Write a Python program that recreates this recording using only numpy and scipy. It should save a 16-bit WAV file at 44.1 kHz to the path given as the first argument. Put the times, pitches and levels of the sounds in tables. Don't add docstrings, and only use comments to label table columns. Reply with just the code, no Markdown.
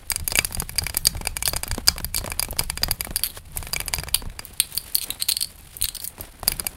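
import sys
import numpy as np
from scipy import signal
from scipy.fft import rfft, irfft, next_fast_len
from scipy.io import wavfile
from scipy.ndimage import map_coordinates

SR = 44100
rng = np.random.default_rng(int(sys.argv[2]) if len(sys.argv) > 2 else 0)


def digitize_waveform(pressure):
    field = np.atleast_2d(pressure).T
    bounded = np.clip(field, -1, 1)
    quanta = np.round(bounded * 32767).astype(np.int16)
    wavfile.write(sys.argv[1], SR, quanta)


N = 298116
BLOW = np.arange(4096) / SR
BLOW_HZ = np.fft.rfftfreq(len(BLOW), 1 / SR)

# (time [s], strength [dB], landing place [dB: + centre, - rim],
# nail hardness [dB], tick centre [Hz])
TAPS = [(0.1171, -27, 0, 6, 8600), (0.16, -32.5, 2, 12.5, 9100.0), (0.198, -43, 2, 6, 10100),
        (0.277, -31.5, 2, 15.5, 10300), (0.32, -31.5, -3, 3, 9200.0), (0.3544, -27.5, 12.5, 10, 8660),
        (0.3738, -40, -6, 22, 10600), (0.388, -15.5, 6.5, 0, 8600), (0.447, -31, -1, 13.5, 9800),
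        (0.5241, -39.5, -3, 7.5, 11300.0), (0.5477, -37.5, -5, 14, 9300.0), (0.6, -35, -1, 14.5, 10100),
        (0.694, -38.5, 4, 9, 10900.0), (0.757, -43.5, 5, 3, 9500), (0.7834, -34.5, 14, 15.5, 10000.0),
        (0.7873, -30, -10, 7.5, 8650), (0.8375, -41.5, -6, 7, 10500), (0.866, -29, 9, 3, 9800),
        (0.8971, -35.5, 1, 4, 9200.0), (0.945, -33.5, 1, 1, 9600), (0.9698, -27.5, -1, 13, 10500),
        (1.069, -19, -6.5, 8.5, 8600), (1.169, -44.5, 5, 3, 8600), (1.2131, -42, 6, 4, 9050),
        (1.2529, -37, 5.5, 5, 9900.0), (1.2711, -25.5, 1, 3.5, 9300), (1.3675, -31, 3, 9, 9300),
        (1.425, -32, 6.5, 11, 9300), (1.4766, -22.5, 0.5, 5.5, 9100), (1.534, -32, -3, -1, 9300.0),
        (1.5623, -37.5, 6, 14, 9400), (1.566, -30, -1.5, 6, 8300.0), (1.6335, -29.5, 3.5, 7, 9600),
        (1.64, -41, -5, 3, 9100), (1.6783, -40, 3, 11, 11300), (1.7134, -29.5, 1, 3, 8600),
        (1.747, -40.5, -4, 8.5, 8900), (1.8837, -14.5, -3.5, 3.5, 7960), (1.9811, -36.5, 2, 4.5, 9900),
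        (2.0453, -34.5, -2.5, 12.5, 10900), (2.1452, -31, 4, 10.5, 9100), (2.181, -30, -1, 6.5, 8950),
        (2.261, -39.5, 2, 7.5, 9000.0), (2.302, -47.5, 2, 17, 10200), (2.3179, -32.5, 7, 4, 9300),
        (2.3953, -26.5, -2.5, 9, 10100), (2.4262, -28, 3, 9.5, 10300), (2.4471, -39, 5, 8, 8900),
        (2.5082, -59.5, -2, 31, 11300), (2.5929, -22.5, -0.5, 4, 10200), (2.5967, -39, -2, 17, 10500),
        (2.6363, -55.5, -14, 24, 10400), (2.6997, -28.5, 1.5, 6.5, 9600), (2.7744, -32, 3.5, 2, 8900),
        (2.8335, -23.5, -9, -2.5, 7640), (2.838, -41, 3, 19.5, 11600), (2.911, -26, -5, 9, 10800),
        (3.0076, -29.5, 2.5, 11, 10100), (3.047, -38, 7, 9, 10800.0), (3.16, -29.5, -3.5, 13, 10800),
        (3.1941, -44.5, 8, 11.5, 9400), (3.572, -37.5, 3.5, 17.5, 10200), (3.6271, -40, 3, 3, 9100),
        (3.6694, -39.5, 4, 2.5, 9300), (3.7328, -29.5, -5.5, 3.5, 8360), (3.7376, -39, -9, 16, 11700.0),
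        (3.7624, -30, 9, 4, 8500), (3.8025, -32, 3, 8.5, 10600), (3.8146, -39.5, 7, 6, 9300),
        (3.86, -65, 3, 32, 12600), (3.8816, -32, -1, 9, 9900), (3.9371, -23, -0.5, 3, 8800),
        (3.9486, -52, -1, 26, 13100), (3.961, -45, -11, 5, 8700), (3.9844, -34.5, 5, 2, 8400),
        (3.9974, -38, -6.5, 5, 9800.0), (4.0348, -36, 2, 1.5, 10300), (4.0858, -37.5, 2, 2, 9050),
        (4.299, -54.5, 10, 0, 9150), (4.3927, -34, 3.5, 3, 9100), (6.4792, -22.5, -5.5, 12, 11600),
        (6.519, -31, 3, 8.5, 10900.0), (6.597, -31.5, -2.5, 11, 10300), (6.667, -30.5, 3.5, 12.5, 10600)]
# (time [s], strength [dB])
PATS = [(0.326, -40), (0.508, -43.5), (0.57, -40.5), (0.621, -33.5), (0.819, -39.5), (1.15, -40.5),
        (1.211, -38), (1.534, -33.5), (1.668, -44.5), (1.7799, -32), (1.962, -41.5), (2.001, -37.5),
        (2.211, -42.5), (2.243, -35), (2.276, -34), (2.485, -41), (2.528, -37.5), (2.567, -43),
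        (2.6094, -36), (2.819, -41), (2.884, -35), (3.07, -39), (3.107, -38.5), (3.373, -40),
        (3.563, -43.5), (4.072, -42), (4.221, -41.5), (4.255, -46), (6.181, -45.5), (6.198, -41),
        (6.431, -34), (6.605, -44), (6.645, -42.5)]
# (frequency [Hz], relative level [dB])
SWISH = [(800, -0.5), (2400, 3.5), (4400, 3.5), (6000, -2.5), (7700, 0), (9800, 6), (11500, 1), (14000, -2),
         (15600, -5)]
# (frequency [Hz], relative level [dB])
SPARKLE = [(4000, -61), (6200, 0.5), (7500, -4), (8750, 8), (9700, 1.5), (10700, 2), (11900, 4), (13200, 3),
           (14300, -10), (15100, -6), (15550, 4)]


def amp(db):
    return 10 ** (np.asarray(db) / 20)


def unit(x):
    return x / np.sqrt(np.mean(x ** 2) + 1e-20)


def burst(x):
    return x * np.sqrt(.01 * SR / (np.sum(x ** 2, axis=-1, keepdims=True) + 1e-20))


def along(points, hz):
    knots_hz, values = np.transpose(points)
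    return np.interp(np.log(hz + 1), np.log(knots_hz), values)


def curves(rows):
    times, *columns = np.transpose(rows)
    return [np.interp(np.arange(N) / SR, times, column) for column in columns]


def wobble(rate):
    knots = rng.standard_normal(int(N * rate / SR) + 4)
    return map_coordinates(knots, [np.arange(N) * rate / SR])


def swell(s, half_length):
    return np.exp(-((np.arange(N) / SR - s) / half_length) ** 2)


def fade(t60):
    return amp(-60 * BLOW / t60)


def hump(hz, centre_hz, octaves):
    return -10 * np.log10(1 + (np.log2((hz + 1) / centre_hz) / octaves) ** 4)


def filtered(x, gain):
    size = next_fast_len(N + 8192)
    return irfft(rfft(x, size) * gain(np.fft.rfftfreq(size, 1 / SR)), size)[:N]


def coloured(x, spectrum):
    return unit(filtered(x, lambda hz: amp(along(spectrum, hz))))


def crack(colour_db, t60):
    cepstrum = irfft(np.log(amp(colour_db) + 1e-6))
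    half = len(BLOW) // 2
    cepstrum[1:half] *= 2
    cepstrum[half + 1:] = 0
    puff = rng.standard_normal(len(BLOW)) * fade(t60)
    return burst(irfft(rfft(puff) * np.exp(rfft(cepstrum))))


def add(track, s, sound):
    part = track[max(round(s * SR), 0):][:len(sound)]
    part += sound[:len(part)]


def room(x):
    # (frequency [Hz], t60 [s])
    decay = [(200, 0.16), (4000, 0.19), (15000, 0.14)]
    hz, t, noise = signal.stft(rng.standard_normal(SR // 2), SR, nperseg=256)
    tail = signal.istft(noise * amp(-60 * t / along(decay, hz)[:, None]), SR, nperseg=256)[1]
    tail *= 1 - np.exp(-np.arange(len(tail)) / SR / 0.012)
    return signal.fftconvolve(x, tail / np.linalg.norm(tail))[:N]


def rubbing():
    # (time [s], rub [dB], swish [dB])
    slide = [(0.0, -54, -54.5), (0.5, -57, -47), (1.35, -53.5, -55), (1.92, -58, -53), (2.12, -58, -55.5),
             (2.3, -48, -51.5), (2.7, -60, -54), (3.27, -51, -49.5), (3.44, -59.5, -58), (3.55, -51.5, -44),
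             (4.15, -52, -55.5), (4.33, -53.5, -57), (4.75, -54.5, -45), (5.6, -57.5, -50.5),
             (6.07, -55.5, -52.5), (6.35, -54, -56.5), (6.5, -45.5, -44), (6.76, -54, -52)]
    # (peak time [s], half length [s], rub [dB], swish [dB])
    brushes = [(1.16, 0.017, -58, -73), (1.791, 0.025, -43, -51), (2.622, 0.032, -49, -46),
               (3.366, 0.019, -67, -36), (4.5, 0.079, -75, -60), (4.866, 0.013, -68, -49),
               (5.1, 0.048, -46.5, -55), (5.66, 0.012, -71, -58), (5.752, .025, -72, -52),
               (6.244, 0.046, -51, -44.5)]
    # (frequency [Hz], relative level [dB])
    rub_colour = [(80, -45), (200, 8.5), (400, 2.5), (800, 2), (1200, -3.5), (2200, -4.5), (3200, -9.5),
                  (8000, -33)]
    rub_db, swish_db = curves(slide)
    rub_gain, swish_gain = amp(rub_db + 0.5), amp(swish_db - 0.5)
    for s, half_length, brush_rub_db, brush_swish_db in brushes:
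        brush = swell(s, half_length)
        rub_gain += amp(brush_rub_db) * brush
        swish_gain += amp(brush_swish_db) * brush
    rub = coloured(rng.standard_normal(N) * amp(3.5 * wobble(90)), rub_colour)
    swish = coloured(rng.standard_normal(N) * amp(3.5 * wobble(150) + 0.95 * wobble(25)), SWISH)
    snags = np.zeros(N)
    snags_per_s = 36 * amp(swish_db + 50)
    for i in np.flatnonzero(rng.random(N) < snags_per_s / SR):
        tick = crack(2 * hump(BLOW_HZ, 10500, octaves=.35), t60=.007)
        add(snags, i / SR, amp(swish_db[i] - 1.5 + 3.5 * rng.standard_normal()) * tick)
    return rub_gain * rub + swish_gain * swish + snags


def knock_level(db, nail_db):
    return -11 + 0.69 * db - 0.32 * nail_db


def cloth_rumble():
    # (time [s], level [dB])
    press = [(0.0, -47.5), (0.2, -38), (1.5, -36), (2.4, -35), (3.15, -38.5), (3.35, -44.5), (3.47, -40.5),
             (3.53, -37.5), (4.27, -35.5), (4.38, -44), (5.3, -48), (5.98, -46), (6.36, -47.5), (6.5, -36),
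             (6.76, -41.5)]
    # (peak time [s], level [dB])
    thumps = [(0.23, -30), (0.58, -24), (0.84, -27.5), (1.18, -26.5), (1.28, -34), (1.56, -31.5),
              (1.72, -24), (2.05, -28), (2.2, -31), (2.52, -31.5), (2.85, -27.5), (2.919, -24.5),
              (3.581, -27.5), (4.0, -24), (4.27, -29.5), (4.77, -40.5), (5.11, -39), (5.836, -29.5),
              (6.22, -36.5)]
    # (frequency [Hz], relative level [dB])
    rumble_colour = [(10, -36), (22, 2), (55, -4), (85, -5), (120, -16), (160, -20.5), (220, -34.5),
                     (1500, -73)]
    rock_db, rise_s, settle_s = -4.5, 0.0053, .04
    knocks = [(s, knock_level(db, nail_db)) for s, db, _, nail_db, _ in TAPS]
    blows = np.zeros(N)
    for s, db in knocks + list(PATS):
        add(blows, s, amp([db + rock_db]) ** 2)
    t = np.arange(SR // 2) / SR
    rock_shape = (1 - np.exp(-t / rise_s)) * np.exp(-t / settle_s)
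    rock_power = np.abs(signal.fftconvolve(blows, rock_shape ** 2)[:N])
    thump_power = sum((amp(db) * swell(s, half_length=0.025)) ** 2 for s, db in thumps)
    press_db, = curves(press)
    motion = np.sqrt(amp(press_db) ** 2 + rock_power + thump_power)
    jolts = amp(8 * np.tanh(wobble(24)))
    bumps = filtered(rng.standard_normal(N) * jolts, lambda hz: amp(2 * hump(hz, 142.3, octaves=0.38)))
    rumble = coloured(rng.standard_normal(N), rumble_colour)
    return motion * (amp(-1) * rumble + amp(-13) * unit(bumps))


def push(hz, t60):
    pitch = hz * np.exp(.5 * np.tanh(rng.standard_normal()))
    return burst(np.sin(2 * np.pi * pitch * BLOW) * fade(t60))


def pad_pats():
    out = np.zeros(N)
    for s, db in PATS:
        pat_hz = 556 * np.exp(0.072 * rng.standard_normal())
        pat = amp(db + 4.5) * crack(hump(BLOW_HZ, pat_hz, octaves=0.8), t60=0.022)
        smack = amp(db - 4.5) * crack(hump(BLOW_HZ, 2900, octaves=1.85), t60=0.0074)
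        add(out, s, pat + smack + amp(db + 2) * push(146, t60=0.056))
    return out


def ring_colour(clack_hz):
    # (frequency [Hz], relative level [dB])
    clack = [(300, -37.5), (1000, -26.5), (1900, -19.5), (2500, -13), (3200, -4), (3750, -4), (4000, -6.5),
             (4350, 8.5), (4700, 5.5), (5200, -7.5), (8000, -55)]
    reference_hz = 4400
    return along(clack, BLOW_HZ * reference_hz / clack_hz)


def ring_scrapes():
    # (time [s], length [s], clack [dB], clack pitch [Hz], sparkle [dB])
    scrapes = [(0.305, 0.0099, -34, 4500, -33), (1.452, 0.02, -36, 4450, -37),
               (1.8727, .009, -32, 4600, -26), (2.168, 0.027, -38.5, 4330, -35),
               (2.584, 0.011, -32, 4470, -30), (3.239, 0.033, -37, 4400, -26.5),
               (3.264, 0.051, -46.5, 4250, -43), (4.141, 0.019, -27, 3700, -25),
               (4.947, 0.018, -63, 4400, -23), (5.02, .028, -39, 4250, -33.5),
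               (5.197, 0.022, -39, 3900, -40), (5.287, 0.014, -26.5, 4050, -20.5),
               (5.404, 0.022, -44, 4570, -32), (5.835, 0.026, -37.5, 4000, -32),
               (5.947, 0.011, -41, 4270, -35), (6.015, 0.05, -45, 4300, -33.5)]
    catches_per_s, release_s = 900, 0.0063
    out = np.zeros(N)
    for s, length, clack_db, clack_hz, sparkle_db in scrapes:
        grit = rng.standard_normal(len(BLOW))
        catches = grit * (0.1 + 6 * (rng.random(len(BLOW)) < catches_per_s / SR))
        gate = np.clip((length - BLOW) / release_s + .5, 0, 1)
        clack = amp(clack_db) * crack(0.55 * ring_colour(clack_hz), t60=0.0027)
        sparkle = amp(sparkle_db) * crack(along(SPARKLE, BLOW_HZ), t60=0.002)
        add(out, s, amp(-23) * signal.fftconvolve(gate * catches / catches.std(), clack + sparkle))
    return out


def ring_clicks():
    # (time [s], clack [dB], clack pitch [Hz], sparkle [dB])
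    clicks = [(0.102, -39, 4700, -15.5), (1.0535, -26.5, 4600, -24.5), (1.4558, -25.5, 4470, -24.5),
              (1.4862, -56, 4520, -17.5), (1.494, -37, 4400, -30), (2.1626, -28.5, 4630, -27),
              (2.1742, -32, 4430, -34), (3.1686, -33, 4680, -31), (3.2353, -26, 4500, -22),
              (4.145, -20, 4530, -18), (4.452, -53.5, 4400, -30.5), (4.6003, -18, 4010, -16.5),
              (4.724, -50, 3730, -29.5), (4.7502, -42.5, 4400, -21.5), (4.769, -63, 4580, -26),
              (4.7758, -27, 4520, -22), (4.9533, -22.5, 4380, -17.5), (4.983, -30.5, 4370, -30),
              (5.0142, -36.5, 4130, -35), (5.04, -50, 4250, -25), (5.1042, -28.5, 3670, -28),
              (5.2229, -24, 4300, -25), (5.2857, -25.5, 4350, -13.5), (5.2968, -33, 4300, -27),
              (5.3126, -31.5, 4340, -22), (5.3199, -25, 4250, -26), (5.368, -26.5, 4330, -27),
              (5.4107, -30, 4340, -31), (5.4253, -27, 4390, -26), (5.445, -35, 4460, -36),
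              (5.768, -57, 3420, -29.5), (5.814, -33.5, 4100, -32.5), (5.824, -39.5, 3900, -16.5),
              (5.8418, -27, 4290, -19.5), (5.8867, -29.5, 4100, -30.5), (5.9671, -36, 4470, -35.5),
              (6.001, -41.5, 4430, -40), (6.043, -40, 4430, -23), (6.0755, -51.5, 4250, -22.5),
              (6.209, -51, 4700, -25.5)]
    glance_octaves_per_db = 0.1
    sparkle = along(SPARKLE, BLOW_HZ)
    out = np.zeros(N)
    for s, clack_db, clack_hz, sparkle_db in clicks:
        clack = ring_colour(clack_hz)
        glance_hz = 9630 * 2 ** (glance_octaves_per_db * (sparkle_db - clack_db))
        glance = sparkle + hump(BLOW_HZ, glance_hz, octaves=0.35)
        for db, colour in (clack_db, clack), (sparkle_db, glance):
            hit = amp(db + 0.5) * crack(colour, t60=0.0031)
            chatter = amp(db + 1) * crack(colour, t60=0.022)
            add(out, s, hit + chatter)
        add(out, s, amp(clack_db - 13) * crack(2.3 * clack, t60=.14))
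        add(out, s, amp(sparkle_db - 15) * crack(3 * sparkle, t60=.13))
    return out


def buckle_ring(knock_db, bend_db, rim_db, tick_db, tick_hz):
    # (frequency [Hz], relative level [dB], typical t60 [s])
    buckle = [(429, -15.5, 0.035), (713, -10.5, 0.026), (920, -5.5, 0.01), (1695, -5.5, 0.013),
              (2323, -7, 0.035), (2583, -11, 0.015), (2820, -9.5, 0.0069), (3540, -15.5, 0.03),
              (4330, -17, 0.042), (4828, 0, 0.026), (6554, 1.5, 0.013), (7180, -4.5, 0.012),
              (8470, -6, 0.012), (9160, -8.5, 0.0039), (10020, -10, 0.014), (10590, -5.5, 0.013),
              (11340, -5, 0.0085), (12500, -6, 0.0082), (14450, -10.5, 0.013), (13400, -4, 0.016),
              (15000, -1, 0.013), (15600, -39, .025)]
    hz, mode_db, t60 = np.transpose(buckle)
    detune, grip, level_scatter = rng.standard_normal((3, len(hz)))
    pitch = hz * (1 + .004 * detune)
    ring_s = t60 * np.exp(.3 * np.tanh(grip) - .15)
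    phase = rng.uniform(0, 2 * np.pi, (len(hz), 1))
    envelope = fade(ring_s[:, None]) * (1 - np.exp(-BLOW / 0.00015))
    modes = burst(np.sin(2 * np.pi * pitch[:, None] * BLOW + phase) * envelope)
    strength = amp(mode_db + 1.87 * level_scatter)
    treble = hz > 5800
    body = amp(along([(1660, knock_db), (2290, bend_db), (4600, rim_db)], hz)) * strength * ~treble
    tick = amp(hump(hz, tick_hz, octaves=0.23)) * strength * treble
    return (body + amp(tick_db - 2.5) * tick / np.linalg.norm(tick)) @ modes


def nail_taps():
    plate, contact = np.zeros(N), np.zeros(N)
    for s, db, place_db, nail_db, tick_hz in TAPS:
        bend_db, rim_db, tick_db = db + place_db, db - place_db, db + nail_db
        knock_db = knock_level(db, nail_db)
        add(plate, s, buckle_ring(knock_db, bend_db, rim_db, tick_db, tick_hz))
        add(plate, s, amp(knock_db - 10.5) * push(125.3, t60=0.03))
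        snap = amp(tick_db - 36.5) * crack(hump(BLOW_HZ, tick_hz, octaves=0.7), t60=0.037)
        knock = amp(knock_db + 1) * crack(hump(BLOW_HZ, 720, octaves=2.35), t60=0.025)
        scuff = amp(rim_db - 15) * crack(hump(BLOW_HZ, 4600, octaves=0.11), t60=0.018)
        add(contact, s, snap + knock + scuff)
        graze_lead, skip_lag = rng.uniform(.002, .006), rng.uniform(.002, .007)
        add(contact, s - graze_lead, amp(db - 17.5) * crack(along(SWISH, BLOW_HZ), t60=0.018))
        skip = crack(hump(BLOW_HZ, tick_hz, octaves=.5), t60=.005)
        add(contact, s + skip_lag, amp(tick_db - 15 + 5 * np.tanh(rng.standard_normal())) * skip)
    return plate, contact


def scene():
    plate, contact = nail_taps()
    rings = ring_clicks() + ring_scrapes()
    close = plate + contact + pad_pats()
    reverb = room(amp(-36.5) * plate + amp(-14) * contact + amp(-17.5) * rings)
    return (close + rings + reverb + cloth_rumble() + rubbing())[None]


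def record(dry):
    top_hz = 15800
    clipped = dry[0] / (1 + np.abs(dry[0]) ** 6) ** (1 / 6)
    return filtered(clipped, lambda hz: 1 / (1 + (hz / top_hz) ** 160))[None]


dry = scene()
out = record(dry)
digitize_waveform(out)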